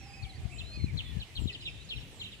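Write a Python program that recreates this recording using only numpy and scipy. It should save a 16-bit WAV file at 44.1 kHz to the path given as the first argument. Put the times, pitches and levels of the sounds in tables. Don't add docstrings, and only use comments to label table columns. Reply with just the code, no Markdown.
import sys
import numpy as np
from scipy import signal
from scipy.fft import rfft, irfft
from scipy.io import wavfile
from scipy.ndimage import uniform_filter1d

SR = 44100
rng = np.random.default_rng(int(sys.argv[2]) if len(sys.argv) > 2 else 0)


def int16_out(signal):
    q = np.round(np.clip(np.atleast_2d(signal).T, -1, 1) * 32767)
    wavfile.write(sys.argv[1], SR, q.astype(np.int16))


N = 105840
TIME = np.arange(N) / SR
SIDE = np.array([[.5], [-.5]])


def amp(db):
    return 10 ** (np.asarray(db) / 20)


def unit(x):
    return x / np.sqrt(np.mean(x ** 2) + 1e-20)


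def curve(points, t, column=1):
    table = np.transpose(points)
    return np.interp(t, table[0], table[column])


def spectrum(points, hz):
    f, value = np.transpose(points)
    return np.interp(np.log(hz + 1), np.log(f + 1), value)


def drift(t, rate_hz):
    speed, phase = rng.random((2, 24, 1))
    return np.sin(2 * np.pi * (rate_hz * speed * t + phase)).sum(0) / np.sqrt(len(speed) / 2)


def fade(t, attack, release):
    rise = np.sin(np.pi / 2 * np.clip(t / attack, 0, 1))
    return rise * np.sin(np.pi / 2 * np.clip((t[-1] - t) / release, 0, 1))


def add(mix, start_s, sound):
    at = round(start_s * SR)
    sound = sound[:, max(-at, 0):]
    part = mix[:, max(at, 0):][:, :sound.shape[1]]
    part += sound[:, :part.shape[1]]


# (frequency [Hz], relative density [dB])
AIR_SPECTRUM = [(28, -40.5), (55, 7.5), (120, -2), (250, -8), (390, -11), (550, -16.5), (950, -20.5),
                (1400, -22.5), (2400, -14.5), (4000, -21), (6000, -25.5), (7800, -24), (9000, -33.5),
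                (10100, -27), (11800, -40), (15500, -42)]
# (frequency [Hz], left minus right [dB])
AIR_BALANCE = [(60, -1), (700, -2.5), (1300, -6), (4400, -6), (10000, 2.5), (15000, 1)]
# (frequency [Hz], correlation [0-1])
AIR_COHERENCE = [(50, 1), (600, 0.87), (2500, 0.18), (15000, 0.064)]
# (time [s], relative density [dB])
RUSTLE_SWELLS = [(.9, -63), (1.0, -34), (1.3, -37), (1.43, -29), (1.65, -79), (1.9, -35), (2.25, -32.5),
                 (2.4, -43)]
def air(level_db=-52.3, patchy_db=2, rustle_hz=11600, rustle_width_hz=3800):
    frames, hz = N // 256 + 5, np.fft.rfftfreq(1024, 1 / SR)
    real_a, imag_a, real_b, imag_b, patches = rng.standard_normal((5, frames, len(hz)))
    for axis in (0, 1):
        patches = uniform_filter1d(patches, size=12, axis=axis)
    coherence = spectrum(AIR_COHERENCE, hz)
    left = real_a + 1j * imag_a
    right = coherence * left + np.sqrt(1 - coherence ** 2) * (real_b + 1j * imag_b)
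    swell = amp(curve(RUSTLE_SWELLS, np.linspace(0, N / SR, frames)))
    rustle = swell[:, None] * np.exp(-((hz - rustle_hz) / rustle_width_hz) ** 2)
    bins = np.array([left, right]) * np.hypot(amp(spectrum(AIR_SPECTRUM, hz)), rustle)
    bins *= amp(patchy_db * unit(patches) + SIDE[:, None] * spectrum(AIR_BALANCE, hz))
    _, hiss = signal.istft(bins.swapaxes(1, 2), nperseg=1024, noverlap=768)
    return amp(level_db) * unit(hiss[:, :N])


# (frequency [Hz], relative density [dB])
RUMBLE_SPECTRUM = [(20, -40), (32, -26), (48, 1), (68, 4.5), (120, -1), (200, -16), (350, -26.5),
                   (520, -36), (2000, -61.5)]
def rumble(gusts):
    colour = amp(spectrum(RUMBLE_SPECTRUM, np.fft.rfftfreq(N, 1 / SR)))
    noise = irfft(rfft(rng.standard_normal(N)) * colour, N)
    steady = noise / np.sqrt(signal.fftconvolve(noise ** 2, np.hanning(SR // 16), "same"))
    return unit(steady) * amp(curve(gusts, TIME))


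# (time [s], level [dB])
LEFT_GUSTS = [(0, -54), (.19, -51), (.24, -32), (.3, -50), (.41, -47), (.455, -31.5), (.5, -45), (.62, -36),
              (.71, -46), (.83, -30.5), (.9, -40), (.945, -28.5), (1.04, -42), (1.19, -31.5), (1.26, -56.5),
              (1.35, -51), (1.39, -29.5), (1.46, -28), (1.52, -51.5), (1.7, -44), (1.93, -50),
              (1.97, -33.5), (2.05, -50.5), (2.4, -54.5)]
# (time [s], level [dB])
RIGHT_GUSTS = [(.34, -52), (.41, -34.5), (.49, -64), (.9, -40), (1.3, -74)]
# (time [s], width [s], peak before the high-pass [dB])
EDDIES = [(0.456, 0.0014, -18), (0.776, 0.00082, -24.5), (0.844, 0.00097, -10), (0.946, 0.0015, -18.5),
          (1.171, 0.0016, -12.5), (1.421, 0.00083, -19.5), (1.458, 0.00084, -14.5)]
def wind(port_highpass_hz=55.7):
    suction = sum(-amp(db) * np.exp(-.5 * ((TIME - at) / width) ** 2) for at, width, db in EDDIES)
    thumps = signal.filtfilt(*signal.butter(3, port_highpass_hz, "high", fs=SR), suction)
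    return np.array([rumble(LEFT_GUSTS) + thumps, rumble(RIGHT_GUSTS)])


def scrub(x, wet_db, early_t60=.11, late_t60=1.2, late_db=-8):
    t = np.arange(SR // 2) / SR
    decay = amp(-60 * t / early_t60) + amp(late_db - 60 * t / late_t60)
    onset = np.minimum(t / .0066, 1)
    taps = rng.standard_normal((2, len(t))) * decay * onset
    taps *= rng.random(taps.shape) < .15
    taps /= np.linalg.norm(taps, axis=1, keepdims=True)
    return x + amp(wet_db) * signal.fftconvolve(x, taps, axes=1)[:, :N]


def syrinx(hz, level, pan_db=0, lead_s=.00005, octave_db=-39):
    phase = 2 * np.pi * (np.cumsum(hz) / SR + SIDE * lead_s * hz)
    tone = np.sin(phase) + amp(octave_db) * np.sin(2 * phase)
    return np.sqrt(2) * level * amp(SIDE * pan_db) * tone


# (time [s], pitch [Hz], level [dB])
LOW_CALL = [(.01, 769, -61), (.08, 803, -61), (.25, 777, -63), (.42, 747, -65.5), (.82, 598, -73)]
# (time [s], pitch [Hz], level [dB])
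LONG_WHISTLE = [(.56, 2900, -58), (.61, 3420, -59), (.67, 4030, -54.5), (.72, 4185, -51.5),
                (.78, 4237, -52), (.84, 4174, -50.5), (.865, 4080, -55)]
def held_call(points, waver, flutter_db, wet_db):
    t = np.arange(points[0][0], points[-1][0], 1 / SR)
    hz = curve(points, t) * (1 + waver * np.linspace(0, 1, len(t)) * drift(t, 91.1))
    db = curve(points, t, column=2) + flutter_db * drift(t, 40.26)
    level = fade(t - t[0], attack=.0088, release=.0044) * amp(db)
    out = np.zeros((2, N))
    add(out, t[0], syrinx(hz, level))
    return scrub(out, wet_db)


# (start [s], length [s], first pitch [Hz], middle pitch [Hz], last pitch [Hz], level [dB])
FAR_CALLS = [(-.01, 0.13, 2704, 2580, 2750, -68.5), (.13, 0.16, 2550, 2487, 2133, -60),
             (.32, 0.061, 2110, 2020, 1620, -65), (.495, 0.048, 1960, 2388, 2160, -59),
             (.512, 0.12, 2700, 2567, 2664, -58.5), (.51, 0.088, 7920, 7410, 6860, -60),
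             (.715, 0.1, 2460, 2490, 2043, -59.5), (.862, 0.05, 2444, 2370, 2030, -54),
             (1.05, 0.17, 2000, 1820, 1660, -66), (1.48, 0.056, 2270, 2004, 1920, -62.5)]
# (start [s], length [s], first pitch [Hz], middle pitch [Hz], last pitch [Hz], level [dB])
WHISTLES = [(-.02, .17, 6100, 5200, 4710, -62), (.135, 0.059, 5220, 5070, 4800, -60),
            (.29, 0.026, 4210, 4080, 3780, -54.5), (.338, 0.044, 3680, 4550, 4300, -62),
            (.728, 0.044, 4200, 4820, 4300, -57), (1.035, .082, 3680, 3430, 3480, -54),
            (1.39, 0.066, 7950, 7480, 7180, -56.5), (1.518, 0.038, 4900, 4900, 4920, -58),
            (1.606, 0.041, 4840, 5040, 4800, -62), (1.670, 0.039, 4970, 5170, 4630, -62),
            (1.765, 0.069, 3470, 3660, 4160, -58), (1.845, 0.017, 5900, 6860, 7260, -58),
            (1.86, 0.16, 4950, 5360, 5550, -67.5), (2.11, 0.14, 8300, 7380, 6720, -62)]
def glides(notes, waver, flutter_db, wet_db, pan_db):
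    out = np.zeros((2, N))
    for start, length, first_hz, middle_hz, last_hz, db in notes:
        t = np.arange(0, length, 1 / SR)
        arc = np.polyfit([0, .5, 1], [first_hz, middle_hz, last_hz], 2)
        level = fade(t, attack=.0088, release=.0044) * amp(db + flutter_db * drift(t, 44.7))
        hz = np.polyval(arc, t / length) * (1 + waver * drift(t, 152.7))
        add(out, start, syrinx(hz, level, pan_db))
    return scrub(out, wet_db)


def grass(x, wet_db=-6.5, t60=.016):
    t = np.arange(0, t60, 1 / SR)
    taps = rng.standard_normal((2, len(t))) * amp(-60 * t / t60)
    taps *= amp(wet_db) / np.linalg.norm(taps, axis=1, keepdims=True)
    taps[:, 0] = 1
    return signal.fftconvolve(x, taps, axes=1) / np.hypot(1, amp(wet_db))


# (time of the top [s], top pitch [Hz], mid-fall level [dB], left minus right [dB])
CHIRPS = [(0.229, 4510, -48.5, 7.5), (0.588, 4203, -44, -1.5), (0.977, 4258, -38.5, 7.5),
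          (.983, 4120, -42, -10.5), (1.203, 4307, -42, 0), (1.358, 4240, -41.5, 6), (1.363, 4212, -40, -1),
          (1.479, 3890, -39, 4), (1.532, 4264, -44, 4), (1.607, 4160, -49.5, -0.5), (1.647, 3880, -45, 2.5),
          (1.659, 3890, -37.5, -1), (1.667, 3920, -46, -2.5), (1.895, 4270, -40, 2.5),
          (1.911, 3945, -39, -3.5), (1.962, 4070, -48, -5), (2.01, 4050, -51, 4.5),
          (2.202, 4132, -38.5, 1.5), (2.24, 3980, -42.5, -6.5), (2.266, 3985, -47, -3),
          (2.322, 3945, -48.5, -1)]
CHIRP_FALL = [(0, 0.022), (.14, 0.03), (.48, 0.614), (.8, .83), (1, 1)]
def chirps(rise_s=.007, fall_s=.033, ends_db=-4):
    scoop, drop, waver = .1916, .385, .023
    out = np.zeros((2, N))
    for top_s, top_hz, db, pan_db in CHIRPS:
        t = np.arange(0, rise_s + fall_s, 1 / SR)
        rise_to_go = np.maximum(1 - t / rise_s, 0) ** 2
        fall = uniform_filter1d(curve(CHIRP_FALL, (t - rise_s) / fall_s), size=120)
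        hz = top_hz * (1 - scoop * rise_to_go - drop * fall)
        hz *= 1 + waver * drift(t, 249.6)
        level = fade(t, attack=rise_s, release=.002) * amp(db + ends_db * (1 - 2 * fall) ** 2)
        add(out, top_s - rise_s, grass(syrinx(hz, level, pan_db, lead_s=.00016)))
    return scrub(out, wet_db=-7.5)


def scene():
    whistles = glides(WHISTLES, waver=.007, flutter_db=.5, wet_db=-10, pan_db=-4.5)
    far_calls = glides(FAR_CALLS, waver=.02, flutter_db=3, wet_db=-3, pan_db=-7)
    long_whistle = held_call(LONG_WHISTLE, waver=.0022, flutter_db=0, wet_db=-12)
    low_call = held_call(LOW_CALL, waver=.06, flutter_db=5, wet_db=-7)
    return chirps() + whistles + far_calls + long_whistle + low_call + wind() + air()


def record(dry):
    lowpass = signal.firwin(511, cutoff=15700, window=("kaiser", 9), fs=SR)
    return signal.oaconvolve(dry, lowpass[None], "same")


dry = scene()
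out = record(dry)
int16_out(out)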